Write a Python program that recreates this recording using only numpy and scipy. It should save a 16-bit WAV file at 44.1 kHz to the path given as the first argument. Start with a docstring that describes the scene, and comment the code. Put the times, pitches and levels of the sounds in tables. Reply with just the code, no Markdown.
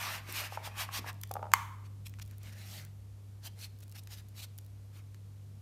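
"""A foam pillow scrapes along cardboard walls as a steel wristwatch is worked out of its box, close to
one microphone in a small room. A hanging tag taps the box and the watch gives one sharp, hollow snap.
Then it is turned in the hands: bracelet links tick against each other and fingers brush the pillow.
The handling is nearly dry; a mains hum, low rumble and faint hiss lie behind it throughout."""
import sys
import numpy as np
from scipy import signal
from scipy.fft import rfft, irfft, next_fast_len
from scipy.io import wavfile
from scipy.ndimage import uniform_filter1d, map_coordinates

SR = 44100
rng = np.random.default_rng(int(sys.argv[2]) if len(sys.argv) > 2 else 0)


def materialize(psi):
    """Save the field psi as 16-bit PCM at rate SR to the path in sys.argv[1].

    A 1-D psi becomes a single channel; in a 2-D psi each row is a channel.
    """
    bounded = np.clip(np.atleast_2d(psi).T, -1, 1)
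    quanta = np.round(bounded * 32767).astype(np.int16)
    wavfile.write(sys.argv[1], SR, quanta)


N = 247401

# decay of the room: freq_hz, t60_s
ROOM_DECAY = [(200, .4), (1100, 0.65), (2500, 0.56), (6000, 0.44), (14000, 0.54)]
# colour of the room's tail, its hiss and its rumble: freq_hz, relative_db
ROOM_COLOUR = [(200, 11.5), (700, 0.5), (1100, -1.5), (1600, -5.5), (2400, -2.5), (3500, -1), (7000, -5),
               (14000, -9.5)]
HISS = [(100, -16.5), (135, -7.5), (220, -14), (340, -21), (480, -21.5), (650, -25), (1000, -28.5),
        (1700, -33), (6500, -35.5), (10000, -37.5), (13300, -37), (15000, -45), (15800, -58)]
RUMBLE = [(20, -35.5), (35, -24), (48, -7.5), (58, 2), (70, -4), (82, -3.5), (120, -10), (160, -16.5)]
# mains hum and the room's wavering low tones, before the swell: pitch_hz, rms_db
MAINS_HUM = [(100, -46.5)]
LOW_TONES = [(65, -63), (145, -66.5), (191, -69.5), (219, -75), (269, -81)]
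# slow swell of hum, low tones and rumble: time_s, gain_db
LOW_SWELL = [(0, -3), (.5, -1.5), (1.2, 0), (2.2, 0.5), (2.9, -2.3), (4, -2.5), (5.6, -2.5)]

# fingers brushing the pillow, and tugs along the box walls: top_speed_s, length_s, scrape_db, hollow_db
FINGER_STROKES = [(1.861, 0.024, -66.5, 3), (2.068, 0.018, -50, -4.5), (2.224, 0.014, -50.5, -3.5),
                  (2.33, 0.045, -77.5, 8.5), (2.485, .08, -61.5, 6.5), (2.533, 0.021, -59, -2),
                  (2.605, 0.087, -61.5, 4.5), (2.76, 0.19, -54, 4), (3.467, 0.043, -48.5, -0.5),
                  (3.638, 0.07, -51, -1), (3.833, 0.015, -60.5, -2), (3.963, 0.021, -55.5, 4.5),
                  (3.991, 0.024, -52, -3), (4.136, 0.048, -53, 0), (4.19, .05, -59.5, -3.5),
                  (4.4, 0.057, -53, -0.5), (4.44, 0.035, -49.5, -2), (4.98, 0.066, -66.5, 1.5)]
PILLOW_TUGS = [(.04, 0.12, -45, 5), (.135, 0.11, -45.5, 3.5), (.308, 0.063, -51, 1), (.385, .08, -40, 1),
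               (.445, .07, -47.5, 3.5), (.54, 0.067, -54.5, -1), (.661, 0.049, -48.5, -3),
               (.813, .074, -41.5, 1.5), (.955, .054, -42.5, -2), (.983, 0.027, -39.5, -2.5),
               (1.087, 0.04, -48.5, 4)]
# hollow body and scrape of skin and of box wall, and the fizz of both: freq_hz, relative_db
SKIN_BODY = [(300, -15), (600, -2.5), (1050, -5.5), (1500, -1.5), (2100, 0.5), (2700, -5), (3400, -10.5)]
SKIN_SCRAPE = [(1700, -21), (2400, -2.5), (3200, -1.5), (4300, 0), (5200, -1), (7000, -7), (9000, -30)]
WALL_BODY = [(250, -15.5), (450, -20.5), (620, -9.5), (900, -4), (1200, -1.5), (1400, -8), (1650, -3),
             (2200, -4), (2700, -5.5), (3400, -25)]
WALL_SCRAPE = [(1700, -36), (2400, 0), (3000, 1.5), (4300, -0.5), (5800, -2.5), (7000, -9), (9000, -35)]
FIZZ = [(5500, -10), (7200, -1), (8500, 0), (10300, -1), (13000, 2), (14500, -0.5), (16000, -23)]

# dull taps of pillow and tag on the cardboard: start_s, level_db, pitch_hz
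BOX_TAPS = [(.290, -42.5, 333), (.5228, -36, 790), (.5737, -27, 880), (.6735, -35.5, 825),
            (.8892, -33.5, 1113), (.992, -40, 286), (1.0435, -37, 923), (1.0625, -40.5, 702),
            (1.3113, -29.5, 760), (1.3547, -30, 820), (1.3668, -28, 792), (1.393, -37, 800),
            (1.4283, -28.5, 847)]
# modes of the cardboard: pitch_ratio, level_db, t60_s
BOX_MODES = [(0.992, 0, .015), (1.45, -8, 0.013), (.76, -9, .02)]
# spells in which the bracelet shifts: start_s, end_s, ticks_per_s, base_db
BRACELET_SHIFTS = [(1.1, 1.322, 35, -58.5), (2.03, 2.447, 24, -57.5), (3.719, 4.3, 24, -56),
                   (4.447, 4.664, 12, -59)]
# clear clicks of the links: start_s, level_db, brightness_db
LINK_CLICKS = [(.3249, -38.5, 14.5), (1.214, -42.5, 11), (1.2348, -27.5, 1), (1.3138, -33.5, 5.5),
               (1.3388, -34.5, 9.5), (1.5175, -34.5, -5), (1.5334, -40, 1), (2.1388, -46.5, -8.5),
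               (2.1869, -47, -9), (2.1971, -39.5, -7), (2.3821, -53.5, 14), (2.8497, -44.5, 7),
               (3.8087, -50, 0.5), (3.9231, -43.5, 2.5), (4.0729, -40, -1), (4.5792, -50, 15),
               (4.5858, -38, 4), (5.1452, -46, -3)]
# low, middle and high band of a contact: freq_hz, relative_db
CLACK = [(500, -23.5), (1100, 2), (2100, -1.5), (3000, -1.5), (4500, -27.5)]
CLICK = [(2000, -21.5), (3500, -1), (6000, 1.5), (7500, 0.5), (10000, -22)]
TICK = [(6000, -21), (8500, -1), (13000, 3), (15000, 0.5), (16500, -12)]
# bright crack and hollow body of the snap: freq_hz, relative_db
SNAP_CRACK = [(2000, -26.5), (3400, -0.5), (4600, -6), (6400, 0), (8000, -3.5), (9600, -7), (11000, -4.5),
              (13000, -2.5), (14500, -4.5), (16500, -18)]
SNAP_BODY = [(450, -36), (620, -32.5), (780, -15.5), (930, -1.5), (1120, 1), (1380, -7), (1750, -7),
             (1950, -13), (2130, -8), (2400, -13.5), (3500, -31.5), (13000, -34.5), (16500, -46.5)]
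# thin ring of the steel: pitch_hz, level_db, t60_s
STEEL_MODES = [(2121, -24.5, .028), (2964, -31.5, .022), (4500, -31.5, 0.025), (6740, -30, .016),
               (7730, -32.5, .018)]


def amp(db):
    return 10 ** (np.asarray(db) / 20)


def unit_rms(x):
    return x / np.sqrt(np.mean(x ** 2) + 1e-20)


def along(points, hz):
    """Read (freq_hz, value) points on a log frequency axis."""
    freqs, values = np.transpose(points)
    return np.interp(np.log(hz + 1), np.log(freqs), values)


def gain(spectrum, hz):
    """Gain of a spectrum, falling steeply beyond its ends."""
    low_hz, high_hz = spectrum[0][0] / 2, spectrum[-1][0] * 2
    skirts = (1 + (low_hz / (hz + 1)) ** 8) * (1 + (hz / high_hz) ** 8)
    return amp(along(spectrum, hz)) / np.sqrt(skirts)


def coloured(x, spectrum):
    """Shape x by a spectrum at zero phase and scale it to rms 1."""
    size = next_fast_len(len(x) + 8192)
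    response = gain(spectrum, np.fft.rfftfreq(size, 1 / SR))
    return unit_rms(irfft(rfft(x, size) * response, size)[:len(x)])


def wobble(rate_hz):
    """A smooth random curve through rate_hz knots a second."""
    knots = rng.standard_normal(int(N * rate_hz / SR) + 4)
    return map_coordinates(knots, [np.arange(N) * rate_hz / SR])


def struck(force, spectrum):
    """A contact force through a causal filter, with the energy of a click peaking near 1."""
    size = len(force)
    cepstrum = irfft(np.log(gain(spectrum, np.fft.rfftfreq(size, 1 / SR)) + 1e-4))
    response = np.exp(rfft(2 * cepstrum[:size // 2], size))
    click = irfft(rfft(force) * response)
    return 2.3 * click / np.linalg.norm(click)


def decay(t, t60_s):
    return np.exp(-np.log(1000) * t / t60_s)


def burst(spectrum, t60_s, size=4096):
    """A sharp, fast-dying contact noise."""
    return struck(rng.choice([-1, 1], size) * decay(np.arange(size) / SR, t60_s), spectrum)


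def ring(modes, attack_s, size=4096):
    """Damped modes that swell during the contact."""
    t = np.arange(size) / SR
    tones = sum(amp(db) * decay(t, t60_s) * np.sin(2 * np.pi * hz * t) for hz, db, t60_s in modes)
    return (1 - np.exp(-t / attack_s)) * tones


def add(track, start_s, x):
    part = track[round(start_s * SR):][:len(x)]
    part += x[:len(part)]


def room_tone():
    """The room by itself: a slightly unsteady mains hum, wavering low tones, rumble and hiss."""
    t = np.arange(N) / SR
    hum = sum(np.sqrt(2) * amp(db) * np.sin(2 * np.pi * hz * t + .046 * wobble(3))
              for hz, db in MAINS_HUM)
    drone = np.zeros(N)
    for hz, db in LOW_TONES:
        waver = amp(4.45 * wobble(5))
        drone += amp(db) * unit_rms(waver * np.sin(2 * np.pi * hz * t + 1.2 * wobble(5)))
    rumble = amp(-61.5) * coloured(rng.standard_normal(N), RUMBLE)
    hiss = amp(-64) * coloured(rng.standard_normal(N), HISS)
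    swell = amp(np.interp(t, *np.transpose(LOW_SWELL)))
    return swell * (hum + drone + rumble) + hiss


def room_tail(x, delay_s=.0016, build_s=.002):
    """The small room's diffuse tail, in which each frequency dies at its own speed."""
    hz, frame_s, bands = signal.stft(rng.standard_normal(SR * 3 // 4), SR, nperseg=256)
    fade = decay(frame_s, along(ROOM_DECAY, hz)[:, None]) * amp(along(ROOM_COLOUR, hz))[:, None]
    tail = signal.istft(bands * fade, SR, nperseg=256)[1]
    age_s = np.maximum(np.arange(len(tail)) / SR - delay_s, 0)
    tail *= 1 - np.exp(-age_s / build_s)
    return signal.fftconvolve(x, tail / np.linalg.norm(tail))[:N]


def wall_echo(x, delay_s=.0167):
    """The nearest wall sends one duller reflection back to the microphone."""
    out = np.zeros(N)
    dulled = signal.sosfilt(signal.butter(1, 3500, fs=SR, output="sos"), x)
    add(out, delay_s, amp(-13) * dulled)
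    return out


def friction(spectrum, grit_db, patchy_db):
    """Dense, uneven micro-slips; the gap between hand and pillow keeps shifting their colour."""
    slips = rng.standard_normal(N) * amp(grit_db * wobble(1500))
    bands = signal.stft(slips, nperseg=512)[2]
    patches = uniform_filter1d(rng.standard_normal(bands.shape), size=4, axis=0)
    patches = uniform_filter1d(patches, size=11, axis=1)
    shifting = signal.istft(bands * amp(patchy_db * unit_rms(patches)), nperseg=512)[1][:N]
    return coloured(shifting, spectrum)


def sliding(strokes, rise_share, steepness, body_db, body_growth, fizz_db, creep=0):
    """Envelopes of body, scrape and fizz: strokes swell and fade, louder and brighter when faster."""
    def band_power(scrape, hollow_db):
        # body_db holds at a scrape of -50 dB and grows by body_growth dB per dB
        body = amp(body_db + hollow_db) * (scrape / amp(-50)) ** body_growth
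        return np.array([body, scrape, amp(fizz_db) * scrape]) ** 2

    t = np.arange(N) / SR
    power = band_power(creep + np.zeros(N), 0)
    for top_speed_s, length_s, scrape_db, hollow_db in strokes:
        near = np.abs(t - top_speed_s) < 3 * length_s
        offset_s = t[near] - top_speed_s
        flank_s = length_s * np.where(offset_s < 0, rise_share, 1 - rise_share)
        stroke = np.exp(-np.abs(offset_s / flank_s) ** steepness)
        power[:, near] += band_power(amp(scrape_db) * stroke, hollow_db)
    return np.sqrt(power) * amp(.89 * wobble(70))


def fingers():
    """Skin brushes the pillow as the watch is turned."""
    body, scrape, fizz = sliding(FINGER_STROKES, rise_share=.64, steepness=2.3,
                                 body_db=-58, body_growth=.53, fizz_db=-1.5)
    return (body * friction(SKIN_BODY, grit_db=2, patchy_db=3)
            + scrape * friction(SKIN_SCRAPE, grit_db=2.5, patchy_db=3.5)
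            + fizz * friction(FIZZ, grit_db=2.5, patchy_db=3))


def pillow(creep_db=-67.5, clear_s=1.11, release_s=.01):
    """The pillow is tugged along the box walls and creeps between tugs until it comes clear."""
    inside = .5 - .5 * np.tanh((np.arange(N) / SR - clear_s) / release_s)
    body, scrape, fizz = sliding(PILLOW_TUGS, rise_share=.53, steepness=2.5, body_db=-48.5,
                                 body_growth=.6158, fizz_db=-3, creep=amp(creep_db) * inside)
    return (body * friction(WALL_BODY, grit_db=1, patchy_db=2)
            + scrape * friction(WALL_SCRAPE, grit_db=1, patchy_db=2.5)
            + fizz * friction(FIZZ, grit_db=1, patchy_db=1))


def box_taps(chatter_gap_s=.013, chatter_db=-8, loss_db=.5):
    """Soft contacts ring the cardboard at a pitch set by the spot hit; the tag chatters to rest."""
    out = np.zeros(N)
    last_s, last_db, last_hz = BOX_TAPS[-1]
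    chatter = [(last_s + chatter_gap_s * (k + 1), last_db + chatter_db - loss_db * k, last_hz)
               for k in range(3)]
    for start_s, level_db, pitch_hz in list(BOX_TAPS) + chatter:
        modes = [(pitch_hz * ratio, db + rng.normal(0, 1), t60_s) for ratio, db, t60_s in BOX_MODES]
        knock = ring(modes, attack_s=.0009)
        # the small panel radiates little below its lowest mode
        knock = signal.sosfilt(signal.butter(2, pitch_hz * .6, "high", fs=SR, output="sos"), knock)
        contact = amp(-13.5) * burst(CLACK, t60_s=.012) + amp(-20.5) * burst(CLICK, t60_s=.01)
        add(out, start_s, amp(level_db) * (knock / np.abs(knock).max() + contact))
    return out


def bracelet_ticks():
    """The bracelet shifts in the hands with tiny random ticks."""
    out = np.zeros(N)
    for start_s, end_s, ticks_per_s, base_db in BRACELET_SHIFTS:
        length_s = end_s - start_s
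        for when, strength in rng.random((round(length_s * ticks_per_s), 2)):
            tick = burst(TICK, t60_s=.0084) + .63 * burst(CLICK, t60_s=.008)
            add(out, start_s + when * length_s, amp(base_db + 5 + 10 * strength) * tick)
    return out


def link_clicks():
    """Steel links touch, damped at once by the pillow; a harder contact trades clack for tick."""
    out = np.zeros(N)
    for start_s, level_db, brightness_db in LINK_CLICKS:
        add(out, start_s, amp(level_db - brightness_db - 2.5) * burst(CLACK, t60_s=.014))
        add(out, start_s, amp(level_db) * burst(CLICK, t60_s=.011))
        add(out, start_s, amp(level_db + brightness_db - 1.1) * burst(TICK, t60_s=.0082))
    return out


def watch_snap(start_s=1.5368):
    """A crack, a hollow clack and a trace of steel: one path to the microphone, one into the room."""
    blow = signal.unit_impulse(4096)
    clack = amp(1.5) * struck(blow, SNAP_BODY) + amp(2.5) * ring(STEEL_MODES, attack_s=.00035)
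    direct, spread = np.zeros((2, N))
    add(direct, start_s, amp(-6.5) * burst(SNAP_CRACK, t60_s=.0068))
    add(direct, start_s + .0003, clack)
    # summed over all directions, the crack has a smooth spectrum
    add(spread, start_s, amp(-6) * struck(blow, SNAP_CRACK) + clack)
    return direct, spread


def scene():
    """The hands are close to the microphone, so the room answers well below the direct sound."""
    rubbing = pillow() + fingers()
    taps = box_taps()
    ticks = link_clicks() + bracelet_ticks()
    snap, snap_spread = watch_snap()
    into_room = amp(-18) * rubbing + amp(-12.5) * taps + amp(-15) * ticks + amp(-15.5) * snap_spread
    reflections = wall_echo(into_room) + room_tail(into_room)
    return (rubbing + taps + ticks + snap + reflections + room_tone())[None]


def record(dry):
    """One microphone channel, cut steeply in the top treble: 80 dB down from 17.2 kHz."""
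    return signal.sosfilt(signal.cheby2(14, 80, 17200, fs=SR, output="sos"), dry)


dry = scene()
out = record(dry)
materialize(out)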